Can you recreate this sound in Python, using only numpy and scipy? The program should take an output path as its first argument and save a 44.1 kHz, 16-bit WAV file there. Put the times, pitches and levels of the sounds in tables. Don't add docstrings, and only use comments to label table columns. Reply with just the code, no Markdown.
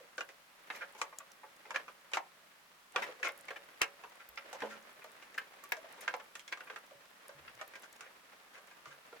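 import sys
import numpy as np
from scipy import signal
from scipy.fft import rfft, irfft
from scipy.io import wavfile
from scipy.ndimage import uniform_filter1d

SR = 44100
rng = np.random.default_rng(int(sys.argv[2]) if len(sys.argv) > 2 else 0)


def volts_from_decibels(level):
    exponent = np.asarray(level, float) / 20
    return 10 ** exponent


def persist_wave(psi):
    counts = np.round(np.clip(psi, -1, 1) * 32767).astype(np.int16)
    wavfile.write(sys.argv[1], SR, np.atleast_2d(counts).T)


N = 405719


def evened(x):
    return x / np.sqrt(np.mean(x ** 2) + 1e-20)


def peaked(x):
    power = uniform_filter1d((x ** 2).mean(0), size=180)
    return x / np.sqrt(power.max())


def read(points, hz):
    f, value = np.transpose(points)
    return np.interp(np.log(hz + 1), np.log(f + 1), value)


def add(mix, s, sound, db, pan_db):
    part = mix[:, round(s * SR):][:, :sound.shape[-1]]
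    gains = volts_from_decibels(db + np.array([[pan_db], [-pan_db]]) / 2)
    part += (gains * sound)[:, :part.shape[1]]


def ring(hz, t60, t):
    return volts_from_decibels(-60 * t / t60) * np.sin(2 * np.pi * hz * t)


def coloured(x, points):
    # frequency_hz, coherence (1 = the same)
    likeness = [(60, 0.52), (130, 0.69), (290, 0.66), (640, 0.39), (1410, 0.05), (3100, 0.004),
                (6820, 0.013), (15000, 0.99)]
    hz = np.fft.rfftfreq(x.shape[1], 1 / SR)
    left, other = rfft(x)
    alike = np.clip(read(likeness, hz), -1, 1)
    right = alike * left + np.sqrt(1 - alike ** 2) * other
    shaped = np.array([left, right]) * volts_from_decibels(read(points, hz))
    return evened(irfft(shaped, x.shape[1]))


def clatter(hz, crack_db, thud_db, t60, contact, slips, draw, chatter):
    # frequency_hz, level_db
    case_curve = [(120, -55), (200, -45), (343, -13), (519, -3.5), (680, -9), (854, -6.5), (1040, -8),
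                  (1670, -2), (1870, -4), (2380, 3), (2990, -3.5), (4390, -6.5), (6000, 4), (7800, -53),
                  (13200, -120)]
    # frequency_hz, level_db
    crack_curve = [(3000, -9), (4500, -8.5), (6500, 0.5), (9000, -4.5), (12000, -6), (17000, -21)]
    t = np.arange(len(slips)) / SR

    f = (np.geomspace(250, 5500, len(draw)) * (1 + 0.024 * draw[:, 0]))[:, None]
    near_db = -5. * np.log2(f / hz) ** 2
    near_db += thud_db / (1 + (f / 750) ** 4)
    decay_db = 60 * t / (t60 * (1000 / f) ** 0.77)
    level = volts_from_decibels(read(case_curve, f) + near_db + 2.9 * draw[:, 1:2] - decay_db)
    start = np.pi * draw[:, 3:]
    turn = draw[:, 2:3] * np.minimum(f / 1300, 2.5)
    phase = 2 * np.pi * f * t + start
    case = np.array([(level * np.sin(phase + side * turn / 2)).sum(0) for side in (1, -1)])

    struck_part = 1.97 * (1000 / hz) ** 0.32 * ring(hz, 0.51 * t60 * (1000 / hz) ** 0.56, t)
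    body = signal.fftconvolve(struck_part + peaked(case), slips[None], axes=1)[:, :len(t)]

    softness_s = 0.00065 * volts_from_decibels(-.6 * crack_db)
    rise = 1 - np.exp(-t / softness_s)
    grit = volts_from_decibels(1.8 * evened(uniform_filter1d(chatter[0], 40)))
    colour = [(pole, db + 1.77 * crack_db * np.log2(pole / 5000)) for pole, db in crack_curve]
    bright = coloured(chatter[1:], colour)
    dull = signal.sosfilt(signal.butter(2, 7400, fs=SR, output="sos"), bright)
    crack = grit * (contact[0] * bright + contact[1] * dull)
    return peaked(rise * body) + volts_from_decibels(crack_db) * peaked(rise * crack)


def knocks():
    # start_s, level_db (body's loudest few ms),
    # pitch_hz (struck part), crack_db (over the body), thud_db (boost of the low case modes)
    blows = [(0.0, -57, 515, -5, 10), (0.18, -35.5, 1500, -5.5, 13), (0.207, -35.5, 1600, -6, -2),
             (0.289, -52, 1980, -2.5, 22), (0.701, -36, 1600, -11.5, -11), (0.949, -52.5, 840, -4, -14),
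             (1.015, -30, 1210, -3.5, -18), (1.126, -48.5, 1034, -17, -12), (1.201, -49.5, 1174, -14, -1),
             (1.432, -48.5, 837, -23, -4), (1.652, -51.5, 2030, -12, 24), (1.706, -39, 930, -4, -20),
             (1.759, -29, 1690, -8, -38), (1.88, -45.5, 1274, -8, 3.5), (2.117, -51, 865, -3, -23),
             (2.1345, -31, 2750, -4.5, 11), (2.17, -28, 913, -7.5, -14), (2.947, -45, 766, -34, -6),
             (2.96, -27, 1970, -6.5, 12), (3.086, -44.5, 537, -10.5, -3), (3.199, -54.5, 520, -3.5, -10),
             (3.229, -30.5, 1680, -9, -7), (3.288, -40, 2270, -7.5, 29), (3.483, -40, 2090, -8, 7),
             (3.505, -40.5, 1710, -9, 12.5), (3.816, -24, 2300, -2, -7), (4.037, -45.5, 990, -7.5, -11.5),
             (4.374, -39.5, 2070, -11.5, -2), (4.446, -57.5, 444, -10, 7), (4.529, -43, 810, -2, -11),
             (4.604, -46.5, 1840, -3.5, -12), (4.619, -37, 1920, -20, 21), (4.635, -37, 566, -11.5, 2),
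             (5.016, -52.5, 1950, -23, 4), (5.042, -46.5, 637, -5.5, -35), (5.224, -52, 2100, -5, -8),
             (5.343, -52.5, 1950, -2.5, 9), (5.378, -30.5, 1700, -16, -33), (5.637, -51, 1140, -1.5, -14),
             (5.72, -28.5, 1650, -6, -3), (5.768, -49, 640, -3, -14), (5.842, -48.5, 665, -16, -16),
             (6.078, -28.5, 1544, -7.5, -50), (6.139, -33, 750, -8.5, -19), (6.353, -44, 1860, -1, -26),
             (6.394, -50.5, 3170, 0, -25), (6.478, -47.5, 3380, -1.5, -26), (6.524, -35, 2260, -7.5, -32),
             (6.573, -48, 1220, -5.5, -14), (6.606, -44, 1490, -6.5, 4), (6.671, -50, 1600, -20, 1),
             (6.699, -42, 1560, -9, 15), (6.76, -40.5, 1375, -6.5, -3), (6.908, -53.5, 588, -8, -1),
             (7.292, -47, 613, -6.5, -36), (7.477, -47.5, 2010, -19, -10), (7.612, -40, 1240, -4.5, -5),
             (7.736, -50, 2000, -6, 4), (7.754, -46, 1660, -5.5, 19), (8.007, -46.5, 1620, -2.5, 0),
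             (8.711, -55, 1235, -5.5, -16), (8.856, -47.5, 1190, -5, 12), (9.127, -48, 476, -9.5, -21)]
    ring_s, firm_db, looseness_db_per_db = 0.045, -36.5, 0.18
    out, t = np.zeros((2, N)), np.arange(6000) / SR
    draws = rng.standard_normal((len(blows), 48, 4))
    chatters = rng.standard_normal((len(blows), 4, 6000))
    for (s, db, hz, crack_db, thud_db), draw, chatter in zip(blows, draws, chatters):
        t60 = ring_s * volts_from_decibels(looseness_db_per_db * (firm_db - db))
        after = volts_from_decibels(-60 * t / (1.31 * t60))
        slips = (t == 0) + 0.078 * after * chatter[3]
        contact = np.exp(-t / 0.0014), 0.34 * volts_from_decibels(-60 * t / (1.7 * t60))
        sound = clatter(hz, crack_db, thud_db, t60, contact, slips, draw, chatter[:3])
        add(out, s, sound, db, 0.)
    return out


def echo(x):
    # frequency_hz, t60_s
    decay = [(200, 0.19), (600, 0.21), (1500, 0.16), (3000, 0.12), (8000, 0.093)]
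    taps = np.zeros((2, SR // 2))
    jitter = rng.integers(0, 20, (2, (SR // 2 - 121) // 20))
    at = np.arange(120, SR // 2 - 20, 20) + jitter
    np.put_along_axis(taps, at, rng.choice([-1., 1.], at.shape), 1)
    taps[1] = 0.32 * taps[0] + 0.97 * taps[1]
    hz, t, z = signal.stft(taps, SR, nperseg=256)
    tail = signal.istft(z * volts_from_decibels(-60 * t / read(decay, hz)[:, None]), SR, nperseg=256)[1]
    return signal.fftconvolve(x.mean(0)[None], tail / np.linalg.norm(tail[0]), axes=1)[:, :N]


def hollow(x):
    # frequency_hz, level_db (of unit-energy mode), t60_s
    air_modes = [(335, -29, 0.11), (446.6, -32.5, 0.28), (526, -46, 0.1), (561.3, -28.5, 0.54),
                 (639, -29, 0.043), (882, -36.5, 0.21)]
    t = np.arange(SR // 3) / SR
    response = np.zeros(len(t))
    for hz, db, t60 in air_modes:
        mode = ring(hz, t60, t)
        response += volts_from_decibels(db) * mode / np.linalg.norm(mode)
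    return signal.fftconvolve(x, response[None], axes=1)[:, :N]


def rustle():
    # time_s, rub_db
    strokes = [(0.0, -62.5), (0.51, -68), (0.79, -54), (0.92, -60.5), (1.5, -65.5), (1.79, -55.5),
               (1.9, -62), (2.89, -71.5), (3.0, -44), (3.15, -57.5), (4.28, -61.5), (4.59, -52.5),
               (4.79, -58.5), (5.76, -60), (6.05, -53.5), (6.4, -68), (6.71, -56), (6.87, -63.5),
               (7.71, -59.5), (8.02, -62.5), (9.2, -62.5)]
    # frequency_hz, density_db (per Hz)
    rub_curve = [(59, -55), (100, -28.5), (177, -16), (208, -15.5), (396, -9), (603, -4), (698, -7),
                 (1880, -5.5), (8000, -28), (10400, -72), (17600, -120)]
    # frequency_hz, density_db (per Hz)
    scratch_curve = [(2000, 7.5), (4000, -7), (6500, -9), (10000, 12), (17000, 0)]
    t, out = np.arange(N) / SR, 0
    rub_db = np.interp(t, *np.transpose(strokes))
    scratch_db = -74.5 + 0.66 * (rub_db + 57.5)
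    taps = (rng.random(N) < 70. / SR) * rng.random(N)
    bumps = 1 + 0.36 * signal.oaconvolve(taps, np.exp(-t[:2000] / 0.022))[:N]
    for db, points in ((rub_db, rub_curve), (scratch_db, scratch_curve)):
        clumps = evened(uniform_filter1d(rng.standard_normal(N), 600))
        crackle = evened(uniform_filter1d(rng.standard_normal(N), 90))
        grains = rng.standard_normal((2, N)) * volts_from_decibels(2. * clumps + 1.66 * crackle) * bumps
        out = out + volts_from_decibels(db) * coloured(grains, points)
    return out


def hiss():
    # frequency_hz, density_db (per Hz)
    hiss_curve = [(12, -60), (20, -7), (43, -11.5), (123, -13), (168, -2.5), (322, -7), (371, -10),
                  (1220, 3), (1330, 1), (1860, -0.5), (2770, -3), (15200, -18), (17500, -20)]
    return volts_from_decibels(-63.5) * coloured(rng.standard_normal((2, N)), hiss_curve)


def scrapes():
    # start_s,
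    # level_db (body's loudest few ms), pitch_hz, crack_db (over the body), length_s
    swells = [(0.717, -57, 1380, -3, 0.054), (0.743, -49.5, 2000, -4, 0.063),
              (0.807, -39, 1620, -12, 0.057), (0.975, -53.5, 950, -2, 0.073),
              (1.03, -54, 1230, -19.5, 0.051), (1.74, -38, 1620, -8, 0.052),
              (2.141, -38.5, 1350, -3.5, 0.039), (2.97, -37.5, 1490, -20, 0.04),
              (3.017, -36.5, 2020, -27, 0.055), (3.238, -34.5, 1410, -5.5, 0.067),
              (3.263, -33.5, 2130, -15, 0.03), (3.558, -43.5, 1790, -9.5, 0.033),
              (3.807, -32.5, 1430, -29, 0.022), (3.818, -32.5, 2120, -22, 0.041),
              (4.193, -52, 1370, -8, 0.058), (4.544, -48.5, 970, -6, 0.03), (4.645, -45.5, 940, -8, 0.046),
              (4.693, -48.5, 1375, -5, 0.089), (5.967, -55, 970, -6.5, 0.051),
              (6.006, -53, 2170, -1.5, 0.062), (6.196, -49.5, 1310, -7.5, 0.027),
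              (6.516, -43.5, 1640, -8, 0.037), (7.586, -52, 1510, -18, 0.046),
              (7.825, -53.5, 1570, -2.5, 0.059), (8.017, -53, 1500, -11, 0.052),
              (8.055, -54, 1710, -16, 0.039), (8.529, -53.5, 1750, -6.5, 0.088),
              (8.571, -57.5, 1230, -5, 0.039), (8.867, -56, 1960, -4, 0.056),
              (8.904, -52.5, 1590, -6, 0.063)]
    thud_db, ring_s, pan_db = 3.5, 0.041, 1
    out, t = np.zeros((2, N)), np.arange(6000) / SR
    draws = rng.standard_normal((len(swells), 48, 4))
    chatters = rng.standard_normal((len(swells), 4, 6000))
    for (s, db, hz, crack_db, length), draw, chatter in zip(swells, draws, chatters):
        swell = np.sin(np.pi * np.minimum(t / max(length, .01), 1) ** 0.47) ** 2
        slips = swell * chatter[3] ** 3
        contact = 0.65 * swell, 0.56 * swell
        sound = clatter(hz, crack_db, thud_db, ring_s, contact, slips, draw, chatter[:3])
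        add(out, s, sound, db, pan_db)
    return out


def stray_ticks(count):
    faint_db, spread_db, low_hz, high_hz, widest_pan_db = -59.5, 8., 5140, 14400, 2
    when, size, pitch, side = rng.random((count, 4)).T
    level_db = faint_db + spread_db * size ** 2
    pitch_hz = low_hz * (high_hz / low_hz) ** pitch
    return list(zip(when * N / SR, level_db, pitch_hz, widest_pan_db * (2 * side - 1)))


def ticks():
    # start_s, peak_db, pitch_hz,
    # pan_db (left over right)
    bright_ticks = [(0.761, -48, 13000, -5), (0.778, -50, 12000, 0), (1.1854, -32, 6840, 3.5),
                    (1.3176, -43.5, 6160, -4), (3.284, -41, 13000, -1), (3.32, -48.5, 10700, -1.5),
                    (3.376, -46.5, 12800, -3.5), (3.3883, -50, 10400, -4), (3.4093, -47, 9000, -4),
                    (3.453, -53, 9050, 5), (4.0946, -55, 13500, -2), (4.155, -53, 9690, -1.5),
                    (4.2891, -40.5, 13900, 0), (4.358, -54, 5300, 20), (5.639, -46, 12000, -2),
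                    (5.691, -47, 13500, 0), (5.713, -49, 14500, 0), (5.721, -30.5, 12300, -1),
                    (5.9246, -48, 10300, -8), (6.0082, -43, 10500, 3), (6.014, -43, 13000, 0),
                    (6.165, -49, 13500, 0), (7.281, -44.5, 10400, -1.0), (7.4949, -58, 9180, 7),
                    (7.5512, -51.5, 5530, 6), (7.6779, -44, 12500, -3.0), (7.822, -48.5, 9500, 4),
                    (7.927, -46, 7150, 6)]
    out, t = np.zeros((2, N)), np.arange(1200) / SR
    rows = bright_ticks + stray_ticks(count=40)
    for (s, db, hz, pan_db), noise in zip(rows, rng.standard_normal((len(rows), 1200))):
        burst = noise * (1 - np.exp(-t / 0.0004)) * volts_from_decibels(-60 * t / 0.016)
        resonance = np.diff(ring(hz, 0.001, t), n=4)
        tick = signal.fftconvolve(burst, resonance)[:1200]
        add(out, s, tick / abs(tick).max(), db, pan_db)
    return out


def thumps():
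    # start_s, peak_db, pitch_hz, t60_s (at least 0.02)
    pushes = [(2.956, -65, 90, 0.1), (3.816, -47, 85, 0.02), (4.29, -69, 60, 0.26),
              (4.621, -46.5, 284, 0.1), (4.63, -52, 216.8, 0.45), (6.95, -69, 132, 0.22),
              (7.35, -62, 146, 0.5), (7.40, -68, 82, 0.36), (7.551, -68, 120, 0.21),
              (8.872, -62, 142.5, 0.32)]
    out, t = np.zeros((2, N)), np.arange(SR // 2) / SR
    rise = 1 - np.exp(-t / 0.0015)
    for (s, db, hz, t60), shake in zip(pushes, rng.standard_normal((len(pushes), 2, SR // 2))):
        decay_s = max(t60, .02)
        push = (t == 0) + 0.019 * shake * volts_from_decibels(-60 * t / decay_s)
        thump = signal.fftconvolve(push, ring(hz, decay_s, t)[None], axes=1)[:, :len(t)] * rise
        add(out, s, thump / abs(thump).max(), db, -2.5)
    return out


def scene():
    blows = knocks() + scrapes()
    no_bass = signal.butter(4, 380, "high", fs=SR, output="sos")
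    blows = signal.sosfilt(no_bass, blows)
    crackles = ticks()
    echoes = volts_from_decibels(-9.0) * echo(blows + .5 * crackles)
    return blows + crackles + echoes + hollow(blows) + thumps() + rustle() + hiss()


def low_pass(x):
    return signal.sosfilt(signal.butter(12, 18030, fs=SR, output="sos"), x)


def record(dry):
    # frequency_hz, difference_db (left over right)
    port_curve = [(60, 0), (180, -1), (550, -1.5), (1650, -0.5), (4970, -0.5), (15000, -1.0)]
    tilt_db = read(port_curve, np.fft.rfftfreq(N, 1 / SR)) * [[.5], [-.5]]
    ports = irfft(rfft(dry) * volts_from_decibels(tilt_db), N)
    limited = signal.oaconvolve(ports, signal.firwin(255, 17400, fs=SR)[None], "same")
    return low_pass(limited)


dry = scene()
out = record(dry)
persist_wave(out)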